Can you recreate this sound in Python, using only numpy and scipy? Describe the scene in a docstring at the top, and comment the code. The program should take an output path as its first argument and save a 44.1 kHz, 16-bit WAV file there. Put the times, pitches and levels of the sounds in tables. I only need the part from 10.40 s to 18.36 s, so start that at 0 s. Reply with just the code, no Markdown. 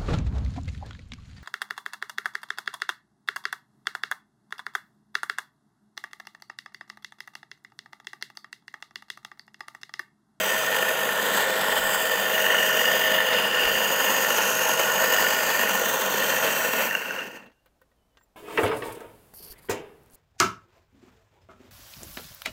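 """In a garden, an electric cultivator digs through dry soil a few metres from the microphone.
Random small impacts ring its chassis, frame, guard and tines; sine tones make the gear whine.
Stones strike the tines, gusts brush the microphone, and the colour glides as the machine rocks.
Switched off, it coasts to rest with thumps and clicks; a far bird whistles two notes, then a lever
snaps and a thin squeak sounds. Filtered noise makes the bed of quiet garden air."""
import sys
import numpy as np
from scipy import signal
from scipy.fft import rfft, irfft
from scipy.io import wavfile
from scipy.ndimage import uniform_filter1d

SR = 44100
rng = np.random.default_rng(int(sys.argv[2]) if len(sys.argv) > 2 else 0)


def to_wav(sig):
    """Store sig (one row per channel, or 1-D mono) as 16-bit WAV at the path in sys.argv[1].

    Samples outside -1..1 are clipped; the rate is SR.
    """
    pcm = np.clip(np.atleast_2d(sig), -1, 1) * 32767
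    pcm = np.round(pcm).astype(np.int16)
    wavfile.write(sys.argv[1], SR, pcm.T)  # frames by channels


N = 351014
T = np.arange(N) / SR  # time [s]
HZ = np.fft.rfftfreq(8192, 1 / SR)  # frequencies at which filter gains are drawn [Hz]

# Levels in the tables are relative settings, ahead of wavering, colouring and mixing.
# quiet garden air: (frequency [Hz], level [dB])
AIR = [(12, -31.5), (20, -3.5), (54, 4), (92, -4), (274, -7), (324, -9.5), (631, -8.5), (2090, -22),
       (9930, -29.5), (14300, -28.5), (15500, -34)]
# low buffeting at the microphone: (frequency [Hz], level [dB])
BUFFET = [(10, -10.5), (33, -2.5), (70, -4.5), (140, -24.0), (500, -71.5)]
# gusts on the microphone: (time [s], half width [s], level [dB])
GUSTS = [(0.021, 0.058, -65), (1.41, 0.064, -52.5), (3.26, .035, -46), (3.33, .05, -54),
         (5.43, 0.043, -65.5)]
# far bird notes: (time [s], length [s], start pitch [Hz], lowest pitch [Hz], level [dB])
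CHIRPS = [(7.566, .105, 3200, 2990, -79), (7.69, .075, 3170, 2990, -79)]
# dull echo off wall and trees: (frequency [Hz], level [dB])
ECHO = [(150, -5), (400, 1.5), (900, -4), (1500, -4), (2100, -15.5), (5000, -31.0)]

# thin squeak as the machine settles: (time [s], level [dB])
SQUEAK = [(7.772, -85), (7.79, -78), (7.822, -78), (7.838, -62), (7.85, -84), (7.87, -100)]
# released hand lever snaps back and bounces: (time [s], peak level [dB])
LEVER = [(7.7714, -44), (7.7738, -46), (7.784, -54)]
# what the lever rings with: (frequency [Hz], level [dB], 60 dB decay time [s])
LEVER_MODES = [(1180, -3, .025), (1590, -5, .065), (1840, -4, 0.098), (2780, -4, .035), (3500, -3, .035),
               (6100, -11, .03)]
# colour of the lever's crack: (frequency [Hz], level [dB])
CRACK = [(100, -15), (400, 1), (1500, 2), (3600, -5), (6500, -14), (9000, -28)]
# the last slow turns thump the chassis: (time [s], pitch [Hz], level [dB])
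THUMPS = [(6.813, 290, -34), (6.849, 400, -34), (6.925, 340, -39), (7.038, 470, -46), (7.052, 288, -50),
          (7.105, 280, -57)]
# clicks of the stopping machine:
# (time [s], ringing knock level [dB], crunch level [dB], gritty top level [dB])
CLICKS = [(7.022, -55, -50, -59), (7.061, -60, -51, -54), (7.096, -73, -61, -70), (7.116, -67, -55, -66),
          (7.259, -53, -56, -49), (7.415, -49.5, -61, -51), (7.5148, -62, -68, -70), (7.749, -62, -74, -70),
          (7.8105, -53, -63, -78)]
# stones strike the tines: (time [s], ringing knock level [dB], crunch level [dB], gritty top level [dB])
STONES = [(1.384, -21.5, -28, -22), (1.652, -30, -23, -26), (2.694, -20.5, -23, -31),
          (2.931, -24, -16, -25.5), (3.374, -25, -23, -23), (4.64, -26.5, -16.5, -14.5),
          (4.839, -15, -24, -23.5), (5.1, -29, -15.5, -26), (5.609, -28, -19, -18), (6.076, -16, -20, -22),
          (6.405, -20, -23.5, -23), (6.797, -36, -29, -42)]
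# what stones and clicks ring with: (frequency [Hz], level [dB], 60 dB decay time [s])
CLICK_MODES = [(525, 0.5, 0.077), (1050, -6, .025), (1300, -5.5, 0.038), (1515, 3.5, 0.043),
               (1880, -2.5, .06), (2800, -16.5, 0.044), (3510, -20, .04), (7100, -26, .2)]
# colours of each blow's crunch and of its gritty top: (frequency [Hz], level [dB])
CRUNCH = [(70, -44), (300, -2.5), (1200, 6.5), (3300, 1.5), (6500, -11), (9000, -22.0)]
GRITTY_TOP = [(3000, -25.0), (7000, -6), (10000, -9), (14500, -1.0)]

# shaft speed under load, ahead of coasting and unsteadiness: (time [s], speed [turns/s])
SPEED = [(0, 48.95), (1.6, 48.98), (2.1, 48.7), (2.75, 48.65), (3.2, 49.05), (4.8, 48.98), (5.4, 49.25)]
# tones of the drive: (multiple of the shaft speed, level [dB])
SHAFT_ORDERS = [(3, -57.5), (4, -53), (7, -64.5), (11, -46.5), (15, -54), (120, -59)]
# the two gear tones: (time [s], low mesh level [dB], high whine level [dB])
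MESH = [(0, -35, -37.5), (.6, -41.5, -40), (1.5, -38.5, -37), (2.7, -33.5, -37.5), (3.4, -46.5, -43.5),
        (4.4, -37.5, -44), (5.2, -45, -44), (6.5, -45.5, -50)]
# gearbox rings up in surges as the load comes and goes: (time [s], level [dB])
GEAR_LOAD = [(0, -3), (.4, -5), (.7, -7), (1, -4), (1.2, -4.5), (1.65, -4.5), (1.8, -4.5), (2.2, -3.5),
             (2.4, -3), (2.6, -3), (2.85, -1.5), (3.05, -6), (3.3, -3.5), (3.47, -6), (3.7, -2.5), (4, -8),
             (4.35, -7.5), (4.6, -6), (4.85, -6), (5, -5.5), (5.6, -9.5), (6.4, -5.5)]
# the gears slap across their play: (time [s], peak level [dB])
GEAR_SLAPS = [(0.345, -18), (.483, -19), (.691, -16), (1.98, -13), (2.815, -15), (3.354, -16), (6.51, -17)]

# how hard the tines dig: (time [s], rattle level [dB], grit spray level [dB])
DIG = [(0, -25.5, -32.5), (1.15, -24, -33), (1.45, -25, -31), (2.1, -24, -31.5), (2.8, -24, -32),
       (3.1, -24, -32.5), (3.7, -24.5, -29.5), (4.05, -24.5, -30.5), (4.6, -24.5, -30.5),
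       (5.2, -24.5, -29.5), (6, -24, -30), (6.35, -26, -30.5)]
# the tines bite into a clod (+) or slip through loose soil (-):
# (time [s], half length [s], rattle change [dB], spray change [dB])
BITES = [(0.986, 0.062, 1, 3.5), (1.547, 0.018, 2, 3.5), (2.005, 0.034, 0.5, 3), (2.28, 0.018, 0.5, 2.5),
         (2.403, 0.012, 0.5, 2), (3.112, 0.023, -2, -2.5), (4.36, 0.018, -2.5, -3.5),
         (4.64, 0.029, 1.5, 2.5), (4.747, 0.018, 3, 3.3), (4.83, 0.044, 1.5, 2.6), (5.9, 0.021, 2, 2.5),
         (6.054, .03, 2.2, 0.5), (6.407, 0.028, 3.5, 0.5), (6.77, 0.07, 4, 1.5), (6.964, 0.018, 3, 7)]
# two parts within the rattle: (time [s], guard level [dB], bracket level [dB])
PART_LEVELS = [(0, -6.5, -17), (1.3, -5, -17), (2.4, -7.5, -11.5), (3.3, -6.5, -11.5), (4.3, -5, -10),
               (4.8, -5.5, -10), (5.3, -5, -10.5), (6.4, -6.5, -12.5)]
# the tines sing as they lift clear of the soil:
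# (time [s], main ring pitch [Hz], main ring level [dB], upper ring level [dB])
TINE_RING = [(0, 2860, -16.5, -24.5), (.7, 2890, -14, -20), (1.1, 2890, -13, -13), (1.45, 2900, -17, -18),
             (2, 2857, -8, -21), (2.75, 2896, -6, -18.5), (3.3, 2850, -8, -22), (3.7, 2820, -5.5, -16.5),
             (4.2, 2815, -10, -23), (4.8, 2880, -6, -20.5), (5.1, 2920, -15.5, -21),
             (5.55, 2750, -12.5, -13.5), (5.95, 2760, -10.5, -25), (6.4, 2710, -12.5, -28)]
# colours of chassis, frame, guard, scraping blades and grit: (frequency [Hz], level [dB])
CHASSIS = [(53, -43.5), (90, -13.5), (118, -22.5), (136, -8.5), (161, -9.5), (193, 2.5), (311, -2.5),
           (380, -7.5), (490, -26), (840, -120)]
FRAME = [(200, -43.5), (340, -21.5), (366, -11.5), (518, 2.5), (586, -5.5), (640, -1), (680, -7.5),
         (760, -9), (990, -30.5), (1670, -120)]
GUARD = [(410, -37.5), (700, -12.5), (776, -9), (822, 0.5), (952, -1), (1100, 0.5), (1210, -6.5), (1460, 2),
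         (1600, -3.5), (1680, -1), (2180, -41.5), (3700, -120)]
SCRAPE = [(2180, -27.5), (3700, -19.5), (4040, -8), (4840, 1), (5450, -9.5), (5710, -5), (6610, 5),
          (7070, -0.5), (8270, -0.5), (8950, -9), (9500, -11.5), (12400, -41), (20900, -120)]
GRIT = [(5290, -42.5), (9000, -18.5), (9990, -5.5), (13200, 2), (15100, 6.5), (15700, -1.5)]
# metal resonances: (frequency [Hz], width [Hz], level [dB])
GEARBOX = [(1794, 46, 2.5), (1880, 62, -3.5), (2120, 90, -13.5)]
TINES = [(2785, 150, -1.5), (3090, 150, 0), (2510, 350, -5)]
BRACKET = [(1455, 53, 0)]
# tines and guard once the soil no longer damps them, ahead of squaring the gain:
# (frequency [Hz], width [Hz], level [dB])
FREE_RING = [(2785, 140, -1), (1570, 340, -2), (6350, 800, -11.5)]
# narrow resonances of the sheet metal covers: (frequency [Hz], width [Hz], boost [dB])
SHEET = [(940, 110, 1.5), (4830, 98, 1.5), (5880, 39, 6.5), (6560, 200, 0.5), (12850, 220, 6),
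         (15000, 250, -1.5)]

# swells and hollows gliding as the machine rocks and its ground reflection shifts:
# (time [s], centre [Hz], level [dB])
GUARD_SWELL = [(0, 1002, -0.5), (3, 1003, 0.5), (4.3, 980, 3.5), (5.2, 1000, 1.5), (6.4, 1054, 1)]
TINE_SWELL = [(0, 3080, 4), (0.6, 3100, 2), (1.15, 3740, 2), (1.6, 3140, 3), (2.1, 3000, 4.5),
              (2.8, 3140, 4), (3.2, 2840, 5), (3.7, 2980, 4), (4.2, 2600, 4.5), (4.8, 2670, 2.5),
              (5.2, 2540, 7.5), (5.55, 3100, -0.5), (5.9, 2600, 3), (6.4, 2560, 5.5)]
LOW_HOLLOW = [(0, 3960, -4.5), (1.2, 4820, -5), (1.6, 4140, -6), (2.3, 3960, -7), (2.8, 4200, -5),
              (3.5, 4010, -6.5), (4.1, 3746, -2.5), (4.8, 3800, -4), (5.2, 3880, -1.5), (5.55, 4420, -7.5),
              (5.9, 3580, -1.5), (6.4, 3560, -5)]
MID_HOLLOW = [(0, 5230, -8), (0.75, 5380, -7.5), (1.2, 5960, -9), (1.7, 5550, -9.5), (2.3, 5200, -4.5),
              (2.8, 5750, -8.5), (3.2, 5340, -3), (3.6, 5760, -6.5), (4.05, 5100, -2), (4.8, 5840, -4),
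              (5.3, 5300, -7.5), (5.65, 5140, -7), (6.4, 5190, -7)]
SCRAPE_SWELL = [(0, 7800, 5.5), (0.6, 7550, 4), (1.1, 7860, 6.9), (1.7, 7430, 6.5), (2.15, 6760, 4.3),
                (2.8, 7100, 2.5), (3.4, 6860, 5), (4.1, 6600, 8.2), (4.7, 6990, 5.5), (5.3, 6640, 2.3),
                (5.8, 6400, 1.8), (6.4, 5640, 3.5)]
GRIT_SWELL = [(0, 10170, 1), (.7, 10130, 2.5), (1.25, 10790, 1), (1.55, 12850, 2), (2.7, 14690, 4.5),
              (3.2, 14420, -4.5), (3.65, 12270, -1), (4.05, 10760, 5.5), (4.5, 12340, 0), (5.2, 14000, -2),
              (6.4, 11580, 0.5)]
GRIT_HOLLOW = [(0, 12360, -1), (.7, 12430, 0.5), (1.2, 15100, -3.5), (2.1, 11620, -1), (2.7, 13500, -4.5),
               (3.2, 11270, -4.5), (4.1, 10090, 1.5), (5.2, 10800, -6), (6.4, 10820, -5.5)]
# those bands: (path, half width [Hz])
GLIDES = [(GUARD_SWELL, 130), (TINE_SWELL, 540), (LOW_HOLLOW, 440), (MID_HOLLOW, 520), (SCRAPE_SWELL, 700),
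          (GRIT_SWELL, 570), (GRIT_HOLLOW, 640)]

MAINS_HZ = 50
OFF_S = 6.461  # switch-off
COAST_S, COAST_BEND = 0.69, 1.5  # friction stops the shaft this long after the switch-off
UNLOAD_S = 0.031  # the tines stop pulling this soon after the switch-off
LOW_RISE_DB_PER_S = 0.6  # the chassis rattle grows as the machine comes nearer
TEETH, FINE_TEETH = 13, 37
UPPER_RING_HZ = 3493
GUARD_RIPPLE_DB, TINES_RIPPLE_DB = 2.2, 1.1
EDGE_HZ = 15780  # upper band limit of the recorder


def amp(db):
    """Decibels to gain."""
    return 10 ** (np.asarray(db) / 20)


def unit(x):
    """Scales to rms 1."""
    return x / np.sqrt(np.mean(x ** 2) + 1e-20)


def curves(rows, t=T):
    """The columns of a table, joined by straight lines in time."""
    s, *columns = np.transpose(rows)
    return [np.interp(t, s, c) for c in columns]


def add(mix, s, sound):
    """Mixes a sound in at time s."""
    part = mix[round(s * SR):][:len(sound)]
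    part += sound[:len(part)]


def wander(rate_hz):
    """Random motion of rms 1, rolled off above the given rate."""
    f = np.fft.rfftfreq(N, 1 / SR)
    return unit(irfft(rfft(rng.standard_normal(N)) / (1 + (f / rate_hz) ** 2), N))


def spectrum(points):
    """Gain over frequency from (frequency [Hz], level [dB]) points."""
    f, db = np.transpose(points)
    return amp(np.interp(np.log(HZ + 1), np.log(f), db))


def resonances(modes):
    """Gain over frequency of a set of resonances, summed as powers."""
    power = 0
    for hz, width, db in modes:
        detuning = (HZ ** 2 - hz ** 2) / (width * (HZ + 1))
        power = power + amp(db) ** 2 / (1 + detuning ** 2)
    return np.sqrt(power)


def ring(x, gain):
    """Passes x through a causal filter of that gain, so blows ring on after they land; rms 1."""
    log_gain = np.log(np.maximum(np.r_[gain, gain[-2:0:-1]], 1e-5))
    minimum_phase = np.exp(np.conj(signal.hilbert(log_gain)))
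    taps = np.fft.ifft(minimum_phase).real[:len(HZ)]
    return unit(signal.oaconvolve(x, taps)[:len(x)])


def resonate(x, hz, width_hz):
    """One resonance whose pitch may move: shifted to 0 Hz, through two equal poles, and back."""
    turn = np.exp(2j * np.pi * np.cumsum(hz * np.ones(N)) / SR)
    r = np.exp(-np.pi * width_hz / SR)  # width of each pole alone
    return unit((turn * signal.lfilter([1], np.poly([r, r]), x / turn)).real)


def decaying_modes(modes, t):
    """Sum of sines, each dying away at its own rate."""
    return sum(amp(db - 60 * t / t60) * np.sin(2 * np.pi * hz * t) for hz, db, t60 in modes)


def air(floor_db=-70, rumble_db=-72):
    """Quiet garden air, and low noise swelling in gusts as wind buffets the microphone."""
    wind = amp(rumble_db) * np.interp(T, [4.5, 7.3], [1, .2])  # the breeze eases
    for s, width, db in GUSTS:
        wind = wind + amp(db) * np.exp(-((T - s) / width) ** 2)
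    buffet = ring(rng.standard_normal(N), spectrum(BUFFET))
    return wind * buffet + amp(floor_db) * ring(rng.standard_normal(N), spectrum(AIR))


def bird(lowest_at=.55, waver=.006, flutter_db=2.5):
    """Far, soft, slightly unsteady whistles that dip and turn up again."""
    out, sway, flutter = np.zeros(N), wander(60), wander(50)
    for s, length, start_hz, low_hz, db in CHIRPS:
        u = np.linspace(0, 1, round(length * SR))
        now = round(s * SR) + np.arange(len(u))
        glide_hz = low_hz + (start_hz - low_hz) * (1 - u / lowest_at) ** 2
        hz = glide_hz * (1 + waver * sway[now])
        level = amp(db + flutter_db * flutter[now]) * np.sqrt(abs(np.sin(np.pi * u)))
        add(out, s, level * np.sin(2 * np.pi * np.cumsum(hz) / SR))
    return out


def garden_echo(db=-69, t60=1.6, peak_s=6.6):
    """A dull echo off wall and trees: separate noise, swelling and fading about the switch-off."""
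    return amp(db - 60 * abs(T - peak_s) / t60) * ring(rng.standard_normal(N), spectrum(ECHO))


def squeak(hz=7370, octave_db=-1):
    """A thin tone with its octave, swelling just before it stops."""
    angle = 2 * np.pi * np.cumsum(hz * (1 + .003 * wander(200))) / SR
    level = amp(curves(SQUEAK)[0]) * (T > SQUEAK[0][0]) * (T < SQUEAK[-1][0])
    return level * (np.sin(angle) + amp(octave_db) * np.sin(2 * angle))


def lever(crack_db=1, crack_t60=0.033):
    """The lever's snaps: a sharp crack of noise together with the lever's own ringing."""
    out, t = np.zeros(N), np.arange(SR // 5) / SR
    metal = decaying_modes(LEVER_MODES, t)
    for s, db in LEVER:
        crack = ring(rng.standard_normal(len(t)), spectrum(CRACK))
        snap = metal + amp(crack_db - 60 * t / crack_t60) * crack
        add(out, s, amp(db) * snap / abs(snap).max())
    return out


def tines_tail(db=-75.0, t60=.7, peak_s=7.14):
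    """Faint undamped ringing of tines and guard: noise that swells as the shaft stops, then fades."""
    level = amp(db - 60 * abs(T - peak_s) / t60 + 2 * wander(40))
    return level * ring(rng.standard_normal(N), resonances(FREE_RING) ** 2)


def thumps(rise_s=.004, t60=.07):
    """Short dull notes of the chassis, each a decaying sine."""
    out, t = np.zeros(N), np.arange(SR // 5) / SR
    for s, hz, db in THUMPS:
        level = amp(db - 60 * t / t60) * np.minimum(t / rise_s, 1)
        add(out, s, level * np.sin(2 * np.pi * hz * t))
    return out


def knocks(rows, crunch_t60, knock_t60, grit_t60, rise_s=0.00072, lowest_hz=220):
    """Each blow is a knock that rings the metal and a short crunch, with grit on top."""
    out, t = np.zeros(N), np.arange(SR // 5) / SR
    metal = decaying_modes(CLICK_MODES, t)
    for s, *levels_db in rows:
        burst = rng.standard_normal(len(t)) * amp(-60 * t / crunch_t60) * (1 - np.exp(-t / rise_s))
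        # knock and grit shorten the burst by a further decay of their own
        knock = signal.fftconvolve(burst * amp(-60 * t / knock_t60), metal)[:len(t)]
        crunch = ring(burst, spectrum(CRUNCH))
        grit = ring(burst * amp(-60 * t / grit_t60), spectrum(GRITTY_TOP))
        for db, part in zip(levels_db, (knock, crunch, grit)):
            add(out, s, amp(db) * part / abs(part).max())
    return signal.sosfilt(signal.butter(2, lowest_hz, "highpass", fs=SR, output="sos"), out)


def gear_slaps():
    """Single hard blows that ring the gearbox."""
    out = np.zeros(N)
    slap = ring(signal.unit_impulse(len(HZ)), resonances(GEARBOX))
    for s, db in GEAR_SLAPS:
        add(out, s, amp(db) * slap / abs(slap).max())
    return out


def coasting():
    """Share of the working speed: 1 until the switch-off, then down to rest."""
    return 1 - np.clip((T - OFF_S) / COAST_S, 0, 1) ** COAST_BEND


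def shaft_angle():
    """Angle of the shaft [radians], slightly unsteady as the tines bite."""
    turns_per_s = curves(SPEED)[0] * coasting() * (1 + .0022 * wander(9.6))
    return 2 * np.pi * np.cumsum(turns_per_s) / SR


def whine(angle, hum_db=-65, waver_db=2.0):
    """Two gear tones and weaker shaft orders that fade with the speed, and mains hum."""
    orders = 0
    for k, db in SHAFT_ORDERS:
        tone = np.sin(round(k) * angle + 1.2 * wander(5.1))
        orders = orders + amp(db + waver_db * wander(8.6)) * tone
    low_db, high_db = curves(MESH)
    low_mesh = amp(low_db + 1.2 * wander(20)) * np.sin(TEETH * angle)
    high_whine = amp(high_db + 3.0 * wander(14)) * np.sin(FINE_TEETH * angle + 1.2 * wander(12))
    hum = amp(hum_db) * np.sin(2 * np.pi * 2 * MAINS_HZ * T) * (T < OFF_S)
    return np.sqrt(2) * ((orders + low_mesh + high_whine) * coasting() ** 14 + hum)


def effort(rattle_uneven_db=0.45, spray_uneven_db=0.24):
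    """Levels of rattle and spray [dB]: the steady dig, single bites and uneven soil."""
    rattle_db, spray_db = curves(DIG)
    soil = wander(6.7)
    for s, length, bite_rattle_db, bite_spray_db in BITES:
        bite = np.exp(-((T - s) / length) ** 2)
        rattle_db = rattle_db + bite_rattle_db * bite
        spray_db = spray_db + bite_spray_db * bite
    return rattle_db + rattle_uneven_db * soil, spray_db + spray_uneven_db * soil


def digging(angle, slap_sharpness=.45):
    """Dense small impacts, bunched by shaft turns, torque ripple and clods, ring each machine part."""
    ripple = -np.cos(2 * np.pi * 2 * MAINS_HZ * T) * (T < OFF_S) * (1 + 0.27 * wander(1.4))
    turn = sum(slap_sharpness ** k * np.cos((k + 1) * angle) for k in range(3))
    turn = turn * (1 + 0.44 * wander(1.3))
    clods, chatter = wander(46), wander(210)
    speed = np.maximum(coasting(), 1e-3)
    busy = speed ** 1.109  # a slower shaft strikes fewer grains
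    unloaded = np.clip((T - OFF_S) / UNLOAD_S, 0, 1)

    def impacts(per_s, turn_db, ripple_db, clod_db, chatter_db):
        """Random hits, per_s at working speed, with levels swayed by the four motions."""
        hits = rng.standard_normal(N) * (rng.random(N) < busy * per_s / SR) / np.sqrt(busy)
        sway_db = turn_db * turn + ripple_db * ripple + clod_db * clods + chatter_db * chatter
        return hits * amp(sway_db)

    def level(db, unload_db, speed_power):
        """A part drops when the load goes, then fades with a power of the speed."""
        return amp(db + unload_db * unloaded) * speed ** speed_power

    guard_db, bracket_db = curves(PART_LEVELS)
    ring_hz, ring_db, upper_db = curves(TINE_RING)

    hits = impacts(6000, turn_db=-0.5, ripple_db=2.5, clod_db=1.75, chatter_db=0.5)
    chassis = level(db=-20.5, unload_db=-3.5, speed_power=0.83) * ring(hits, spectrum(CHASSIS))

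    hits = impacts(6000, turn_db=0.76, ripple_db=1.4, clod_db=0.8, chatter_db=0.9)
    frame = level(db=-7.0, unload_db=-5, speed_power=1.6) * ring(hits, spectrum(FRAME))

    hits = impacts(5000, turn_db=0.0, ripple_db=GUARD_RIPPLE_DB, clod_db=0.93, chatter_db=1.0)
    guard = level(db=guard_db, unload_db=-5.0, speed_power=1.7) * ring(hits, spectrum(GUARD))

    hits = impacts(9000, turn_db=2.5, ripple_db=0.4, clod_db=0.47, chatter_db=1.0)
    gear_level = level(db=curves(GEAR_LOAD)[0], unload_db=-7, speed_power=1.7)
    gearbox = gear_level * ring(hits, resonances(GEARBOX))

    hits = impacts(5000, turn_db=0.0, ripple_db=-2.0, clod_db=-4.5, chatter_db=1.5)
    bracket = level(db=bracket_db, unload_db=-3.5, speed_power=2.8) * ring(hits, resonances(BRACKET))

    hits = impacts(10000, turn_db=0.06, ripple_db=TINES_RIPPLE_DB, clod_db=1.06, chatter_db=1.0)
    tines = level(db=-7.5, unload_db=-6.5, speed_power=2.0) * ring(hits, resonances(TINES))

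    tip_hits = impacts(10000, turn_db=1.5, ripple_db=TINES_RIPPLE_DB, clod_db=1.0, chatter_db=0.4)
    main_ring = amp(ring_db) * resonate(tip_hits, ring_hz, 190)
    upper_ring = amp(upper_db) * resonate(tip_hits, UPPER_RING_HZ, 260)
    singing = level(db=-0.5, unload_db=-3, speed_power=1.5) * (main_ring + upper_ring)

    hits = impacts(22000, turn_db=0.62, ripple_db=0.5, clod_db=1.18, chatter_db=0.24)
    scrape = level(db=-4.5, unload_db=-6.5, speed_power=2.47) * ring(hits, spectrum(SCRAPE))

    hits = impacts(23000, turn_db=0.5, ripple_db=0.5, clod_db=1.5, chatter_db=0.0)
    grit = level(db=-1.5, unload_db=-6, speed_power=3.0) * ring(hits, spectrum(GRIT))

    hits = impacts(3500, turn_db=-2.5, ripple_db=-2, clod_db=0.5, chatter_db=6.0)
    free_level = unloaded * level(db=-7, unload_db=-0.5, speed_power=2.4)
    free = free_level * ring(hits, resonances(FREE_RING) ** 2)

    rattle_db, spray_db = effort()
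    nearing_chassis = amp(LOW_RISE_DB_PER_S * T) * chassis
    rattle = nearing_chassis + frame + guard + gearbox + bracket + tines + singing + free
    return amp(rattle_db) * rattle + amp(spray_db) * (scrape + grit)


def sheet_metal(x, trim_db=-0.5):
    """The covers ring at a few narrow pitches."""
    boost_db = sum(db / (1 + (2 * (HZ - hz) / width) ** 2) for hz, width, db in SHEET)
    return ring(x, amp(boost_db)) * x.std() * amp(trim_db)


def shifting_colour(x, ripple_db=2.1, patch_db=1.0):
    """Swells and hollows glide as the machine moves; uneven ground mottles the treble."""
    hz, t, z = signal.stft(x, SR, nperseg=1024)

    def mottle(bins, frames):
        """Random field of rms 1, smoothed over frequency and time."""
        field = rng.standard_normal(z.shape)
        for _ in range(2):
            field = uniform_filter1d(field, size=bins, axis=0)
            field = uniform_filter1d(field, size=frames, axis=1)
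        return unit(field)

    fine, broad = mottle(4, 30), mottle(14, 25)
    treble = np.clip(hz / 5000, 0, 1)[:, None]
    colour_db = (ripple_db * fine + patch_db * broad) * treble
    for path, width_hz in GLIDES:
        centre_hz, db = curves(path, t)
        band_db = db * np.exp(-((hz[:, None] - centre_hz) / width_hz) ** 2)
        # taking off the mean keeps each part's own colour on average
        colour_db += band_db - band_db[:, t < OFF_S].mean(axis=1, keepdims=True)
    return signal.istft(z * amp(colour_db), SR, nperseg=1024)[1][:N]


def scene():
    """The machine at work, and the garden around it."""
    garden = air() + bird() + garden_echo()
    clicks = knocks(CLICKS, crunch_t60=0.085, knock_t60=0.019, grit_t60=.06)
    stopping = squeak() + lever() + tines_tail() + thumps() + clicks
    stones = knocks(STONES, crunch_t60=0.074, knock_t60=0.0054, grit_t60=.08)
    angle = shaft_angle()
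    running = shifting_colour(sheet_metal(digging(angle)) + whine(angle))
    return (garden + stopping + stones + gear_slaps() + running)[None]


def record(dry):
    """The recorder's band limit: a steep low-pass filter."""
    low_pass = signal.firwin(1023, EDGE_HZ, window=("kaiser", 9), fs=SR)
    return signal.oaconvolve(dry, low_pass[None], "same")


dry = scene()
out = record(dry)
to_wav(out)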